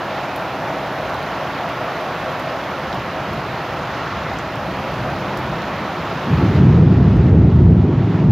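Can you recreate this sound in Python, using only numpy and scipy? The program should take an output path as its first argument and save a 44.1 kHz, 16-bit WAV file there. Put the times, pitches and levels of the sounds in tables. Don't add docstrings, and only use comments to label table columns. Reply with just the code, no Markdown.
import sys
import numpy as np
from scipy import signal
from scipy.fft import rfft, irfft, next_fast_len
from scipy.io import wavfile
from scipy.ndimage import uniform_filter1d, minimum_filter1d

SR = 44100
rng = np.random.default_rng(int(sys.argv[2]) if len(sys.argv) > 2 else 0)


def wav_record(signal):
    frames = np.transpose(np.atleast_2d(signal))
    bounded = np.clip(frames, -1, 1)
    quanta = np.round(bounded * 32767).astype(np.int16)
    wavfile.write(sys.argv[1], SR, quanta)


def to_linear_factor(level_db):
    exponent = np.asarray(level_db, float) / 20
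    return 10 ** exponent


N = 366471


def unit(x):
    return x / np.sqrt(np.mean(x ** 2) + 1e-20)


def along(points, hz):
    point_hz, value = np.transpose(points)
    return np.interp(np.log(hz + 1), np.log(point_hz + 1), value)


def curves(rows):
    time_s, *columns = np.transpose(rows)
    return [np.interp(np.arange(N) / SR, time_s, column) for column in columns]


def filtered(x, response):
    size = next_fast_len(N + SR // 2)
    spectrum = rfft(x, size) * response(np.fft.rfftfreq(size, 1 / SR))
    return irfft(spectrum, size)[..., :N]


def coloured(x, spectrum):
    return unit(filtered(x, lambda hz: to_linear_factor(along(spectrum, hz))))


def evened(x, seconds):
    slow_power = uniform_filter1d(x ** 2, round(seconds * SR))
    return unit(x / np.sqrt(np.abs(slow_power) + .05))


def impacts(spread_db, count):
    when, sign, size = rng.random((count, 3)).T
    gains = np.sign(sign - .5) * to_linear_factor(-spread_db * np.log(size + 1e-6))
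    return unit(np.bincount((when * N).astype(int), gains, N))


def patchy(patchy_db):
    cells = signal.stft(rng.standard_normal(N), nperseg=512)[2]
    field = uniform_filter1d(rng.standard_normal(cells.shape), 6, 0)
    field = uniform_filter1d(field, 14, 1)
    return signal.istft(cells * to_linear_factor(patchy_db * unit(field)), nperseg=512)[1][:N]


# start_s, trees_db, near_roofs_db
RAIN_STRENGTH = [(0, 0, 0.5), (.8, -0.5, 2), (1.3, 1, 1), (2.2, 1, 1.5), (2.7, 0, 0.5), (3.3, -.5, -0.5),
                 (3.7, -0.5, 0), (4.1, 2, -2), (4.5, -1.5, -1), (4.9, -0.5, 1), (5.3, 0, 0), (6.0, .5, -1),
                 (8.3, -1.5, -1)]
# pitch_hz, level_db [dB per Hz]
ROAR_COLOUR = [(280, -39), (470, -11), (512, -4), (561, -5), (644, -2.5), (782, -4), (950, -7), (1240, -35),
               (2090, -120)]
WASH_COLOUR = [(520, -32.5), (880, -4), (1110, -0.5), (1200, -2.5), (1320, -0.5), (1900, -11.5),
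               (2470, -35), (4180, -120)]
PATTER_COLOUR = [(1300, -15.5), (1800, -0.5), (2600, -3.5), (3900, -11), (5500, -18.5), (6900, -25),
                 (7500, -31.5), (8200, -39), (8800, -49.5), (11000, -85)]
SPRAY_COLOUR = [(7000, -26), (8700, -9.5), (9800, -5), (10800, -1.5), (11900, 0), (13000, -2), (14500, -4),
                (15700, -4.5)]


def rain():
    trees_db, roofs_db = curves(RAIN_STRENGTH)
    duck_db = ducking()
    near_drops = impacts(spread_db=2, count=12000)

    roar = evened(coloured(patchy(patchy_db=1.1), ROAR_COLOUR), .3)
    roar = roar * to_linear_factor(-29 + roofs_db - 0.54 * duck_db)

    wash = evened(coloured(patchy(patchy_db=0.7), WASH_COLOUR), 0.37)
    wash = wash * to_linear_factor(-30 + trees_db - 0.87 * duck_db)

    patter = coloured(patchy(patchy_db=0.82) + 0.25 * near_drops, PATTER_COLOUR)
    patter = evened(patter, 0.58) * to_linear_factor(-34.5 + 0.47 * trees_db - 0.91 * duck_db)

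    spray = coloured(rng.standard_normal(N) + .45 * near_drops, SPRAY_COLOUR)
    smooth_duck_db = uniform_filter1d(duck_db, size=SR // 12)
    spray = spray * to_linear_factor(-57 + .8 * roofs_db - 1.9 * smooth_duck_db)
    return roar + wash + patter + spray


def rolls(rows, rise_s, fall_db_s):
    t, power = np.arange(0, N, 64) / SR, 1e-9
    spill_db = 6.5
    for start_s, level_db, octaves in rows:
        rise = np.exp(-((t - start_s) / rise_s) ** 2)
        fall = to_linear_factor(-2 * fall_db_s * np.abs(t - start_s))
        shape = np.where(t < start_s, rise, fall)
        layer_db = level_db - spill_db * (octaves - np.arange(-1, 2)) ** 2
        power = power + np.outer(to_linear_factor(2 * layer_db), shape)
    return np.array([np.interp(np.arange(N) / SR, t, layer) for layer in power])


def shock_fronts(colour, smooth_s):
    return evened(coloured(impacts(spread_db=2.0, count=12000), colour), smooth_s)


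# start_s, level_db, pitch_octaves above the middle layer
GROWLS = [(.7, -34.5, 0.51), (1.12, -39, -0.99), (1.5, -39, .1), (2.25, -39, -0.19), (2.95, -33, -0.26),
          (3.35, -31, -0.088), (3.85, -36, -0.46), (4.25, -32, -0.44), (4.7, -30.5, -0.26),
          (5.05, -29.5, -.3), (5.25, -32, 0.46), (5.5, -29.5, -0.086), (5.85, -33.5, 0.061),
          (6.12, -31.5, 0.11)]
TOWN_LEVELS = [-44.5, -37, -35.5]
# pitch_hz, level_db [dB per Hz]
DEEP_COLOUR = [(24, -43), (40, -16.5), (56, -7), (80, -5.5), (120, -5.5), (160, -34.5), (260, -120)]
UPPER_COLOUR = [(62, -32.5), (105, -10.5), (119, -3), (162, -1), (215, -4.5), (238, -12), (255, -10),
                (330, -35), (560, -120)]
DRONE_COLOUR = [(140, -29.5), (240, -5), (269, -0.5), (312, -4), (381, -2.5), (421, -5.5), (490, -6),
                (640, -27.5), (1080, -120)]


def distant_rumble():
    growl_power = rolls(GROWLS, rise_s=0.11, fall_db_s=28.5)
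    gains = np.sqrt(growl_power + to_linear_factor(TOWN_LEVELS)[:, None] ** 2)
    colours = (DEEP_COLOUR, UPPER_COLOUR, DRONE_COLOUR)
    far = sum(gain * shock_fronts(colour, 0.19) for gain, colour in zip(gains, colours))
    return far * to_linear_factor(-ducking())


# start_s, tick_db, ring_db, body_db
SILL_DROPS = [(0.3606, -31.5, -40, -33), (0.8619, -47.5, -42, -33), (1.1428, -41.5, -45, -31),
              (1.2281, -42, -48, -30), (1.6894, -44, -45, -29), (2.3965, -38.5, -38.5, -31),
              (2.6399, -48.5, -49, -34), (2.9274, -50, -46, -19), (2.9436, -41, -46, -31),
              (3.3328, -40.5, -47, -29), (4.3355, -46, -50, -33), (4.3874, -46, -33, -33),
              (4.5555, -41.5, -42, -32), (4.9387, -49.5, -39, -29), (5.2056, -45, -50, -33),
              (5.3722, -35, -37, -31), (5.3894, -39, -45, -32), (5.4394, -48, -49, -32),
              (5.62, -46.5, -44, -23), (7.1676, -49.5, -49, -37)]


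def sill():
    layers, t = np.zeros((3, N + SR)), np.arange(SR // 25) / SR
    hit = to_linear_factor(-60 * t / 0.0071) * (1 - np.exp(-t / 0.00033))
    splash = to_linear_factor(-9 - 60 * t / 0.079)
    for start_s, *levels_db in SILL_DROPS:
        levels = to_linear_factor(np.array(levels_db) + [3, 6, 3])
        drop = levels[:, None] * (hit + splash) * rng.standard_normal(len(t))
        layers[:, round(start_s * SR):][:, :len(t)] += drop

    centre_hz = np.array([[12500], [6500], [3500]])
    width_hz = np.array([[3600], [2000], [1500]])

    def response(hz):
        band = np.exp(-((hz - centre_hz) / width_hz) ** 2)
        microphone_dip = 1 - .75 * np.exp(-((hz - 8700) / 900) ** 2)
        return band * microphone_dip

    return filtered(layers[:, :N], response).sum(0)


# start_s, level_db before the gain control, pitch_octaves above the middle layer
CLAPS = [(6.29, -19, .8), (6.34, -13.5, -0.15), (6.43, -11.5, 0.33), (6.51, -12, 0.22),
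         (6.59, -14.5, -0.71), (6.625, -4, 0.13), (6.69, -5, -0.35), (6.76, -8.5, 0.1), (6.815, -1.5, 0.04),
         (6.87, -2, 0.22), (7.0, -3, -0.047), (7.08, -6.5, -0.2), (7.15, -8, .9), (7.18, -3.5, -0.74),
         (7.26, -5, .3), (7.33, 2.5, -.6), (7.335, 0, .9), (7.38, -0.5, -0.2), (7.46, -2, 0.29),
         (7.55, -0.3, -0.59), (7.62, -2.5, .8), (7.64, 5.5, -0.76), (7.7, 3, 0.16), (7.8, -14, -0.57),
         (7.86, -3.5, 0.95), (7.99, -6, -0.021), (8.08, -11.5, 0.47), (8.16, -12, .3), (8.23, -6.5, 0.21),
         (8.28, -0.5, -0.1)]


def clap_power():
    return rolls(CLAPS, rise_s=.022, fall_db_s=75)


# pitch_hz, level_db [dB per Hz]
BOOM_COLOUR = [(24, -48.5), (40, -15), (72, 4.5), (120, 4), (160, -24), (260, -120)]
ROLL_COLOUR = [(62, -19), (105, 2.5), (129, -0.5), (178, 3), (245, -10.5), (320, -33), (540, -120)]
RATTLE_COLOUR = [(140, -29), (230, -1.5), (391, -6), (489, -13.5), (600, -22), (750, -26), (950, -28.5),
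                 (1300, -55.5), (1980, -120)]


def peal():
    layer_db = [-0.8, -1, -5]
    gains = np.sqrt(clap_power()) * to_linear_factor(layer_db)[:, None]
    colours = (BOOM_COLOUR, ROLL_COLOUR, RATTLE_COLOUR)
    near = sum(gain * shock_fronts(colour, .06) for gain, colour in zip(gains, colours))
    return near * to_linear_factor(-ducking())


def ducking():
    knee_db, release_db_s, memory_s = -12, 30, 0.57
    over_db = np.maximum(10 * np.log10(clap_power().sum(0)) - knee_db, 0)
    ramp = release_db_s * np.arange(N) / SR
    fast_db = np.maximum.accumulate(0.42 * over_db + ramp) - ramp
    keep = np.exp(-1 / (memory_s * SR))
    slow_db = 0.47 * signal.lfilter([1 - keep], [1, -keep], over_db)
    return fast_db + slow_db


# pitch_hz, width_hz, level_db
RECESS_TONES = [(135, 9.4, 3.5), (306, 49, 1.5), (352, 14, 3.5), (630, 24, 3), (1116, 39, 2)]


def window_recess(outside):
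    def response(hz):
        lift_db = sum(db / (1 + ((hz - centre) / (width / 2)) ** 2) for centre, width, db in RECESS_TONES)
        return to_linear_factor(lift_db + 0.38)

    return filtered(outside, response)


def scene():
    outside = rain() + distant_rumble() + peal()
    return np.tile(window_recess(outside) + sill(), (2, 1))


def limiter(x):
    bass = filtered(x, lambda hz: 1 / (1 + (hz / 600) ** 6))
    need = np.minimum(1, .88 / (np.abs(bass).max(0) + 1e-9))
    gain = uniform_filter1d(minimum_filter1d(need, size=900), size=800)
    return x - bass + bass * gain


# pitch_hz, left_minus_right_db
CHANNEL_LEAN = [(600, -.16), (1400, -.75), (2000, -.4), (3000, -3), (4000, -6.2), (5500, -10), (6600, -7.8),
                (7500, -5.3), (7650, -1.5), (9500, 0), (9700, 3.2), (11000, 3.8), (12300, 3.4), (12500, 0)]


def leaned(x):
    def response(hz):
        share = 2 / (1 + to_linear_factor(np.outer([-1, 1], along(CHANNEL_LEAN, hz))))
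        return share * (hz < 15740)

    return filtered(x, response)


def band_limit(x):
    return signal.sosfilt(signal.butter(12, 15760, fs=SR, output="sos"), x)


def record(dry):
    bass_cut = filtered(dry, lambda hz: 1 / np.sqrt(1 + (49 / (hz + 1)) ** 8))
    mix = leaned(limiter(bass_cut))
    return band_limit(mix)


dry = scene()
out = record(dry)
wav_record(out)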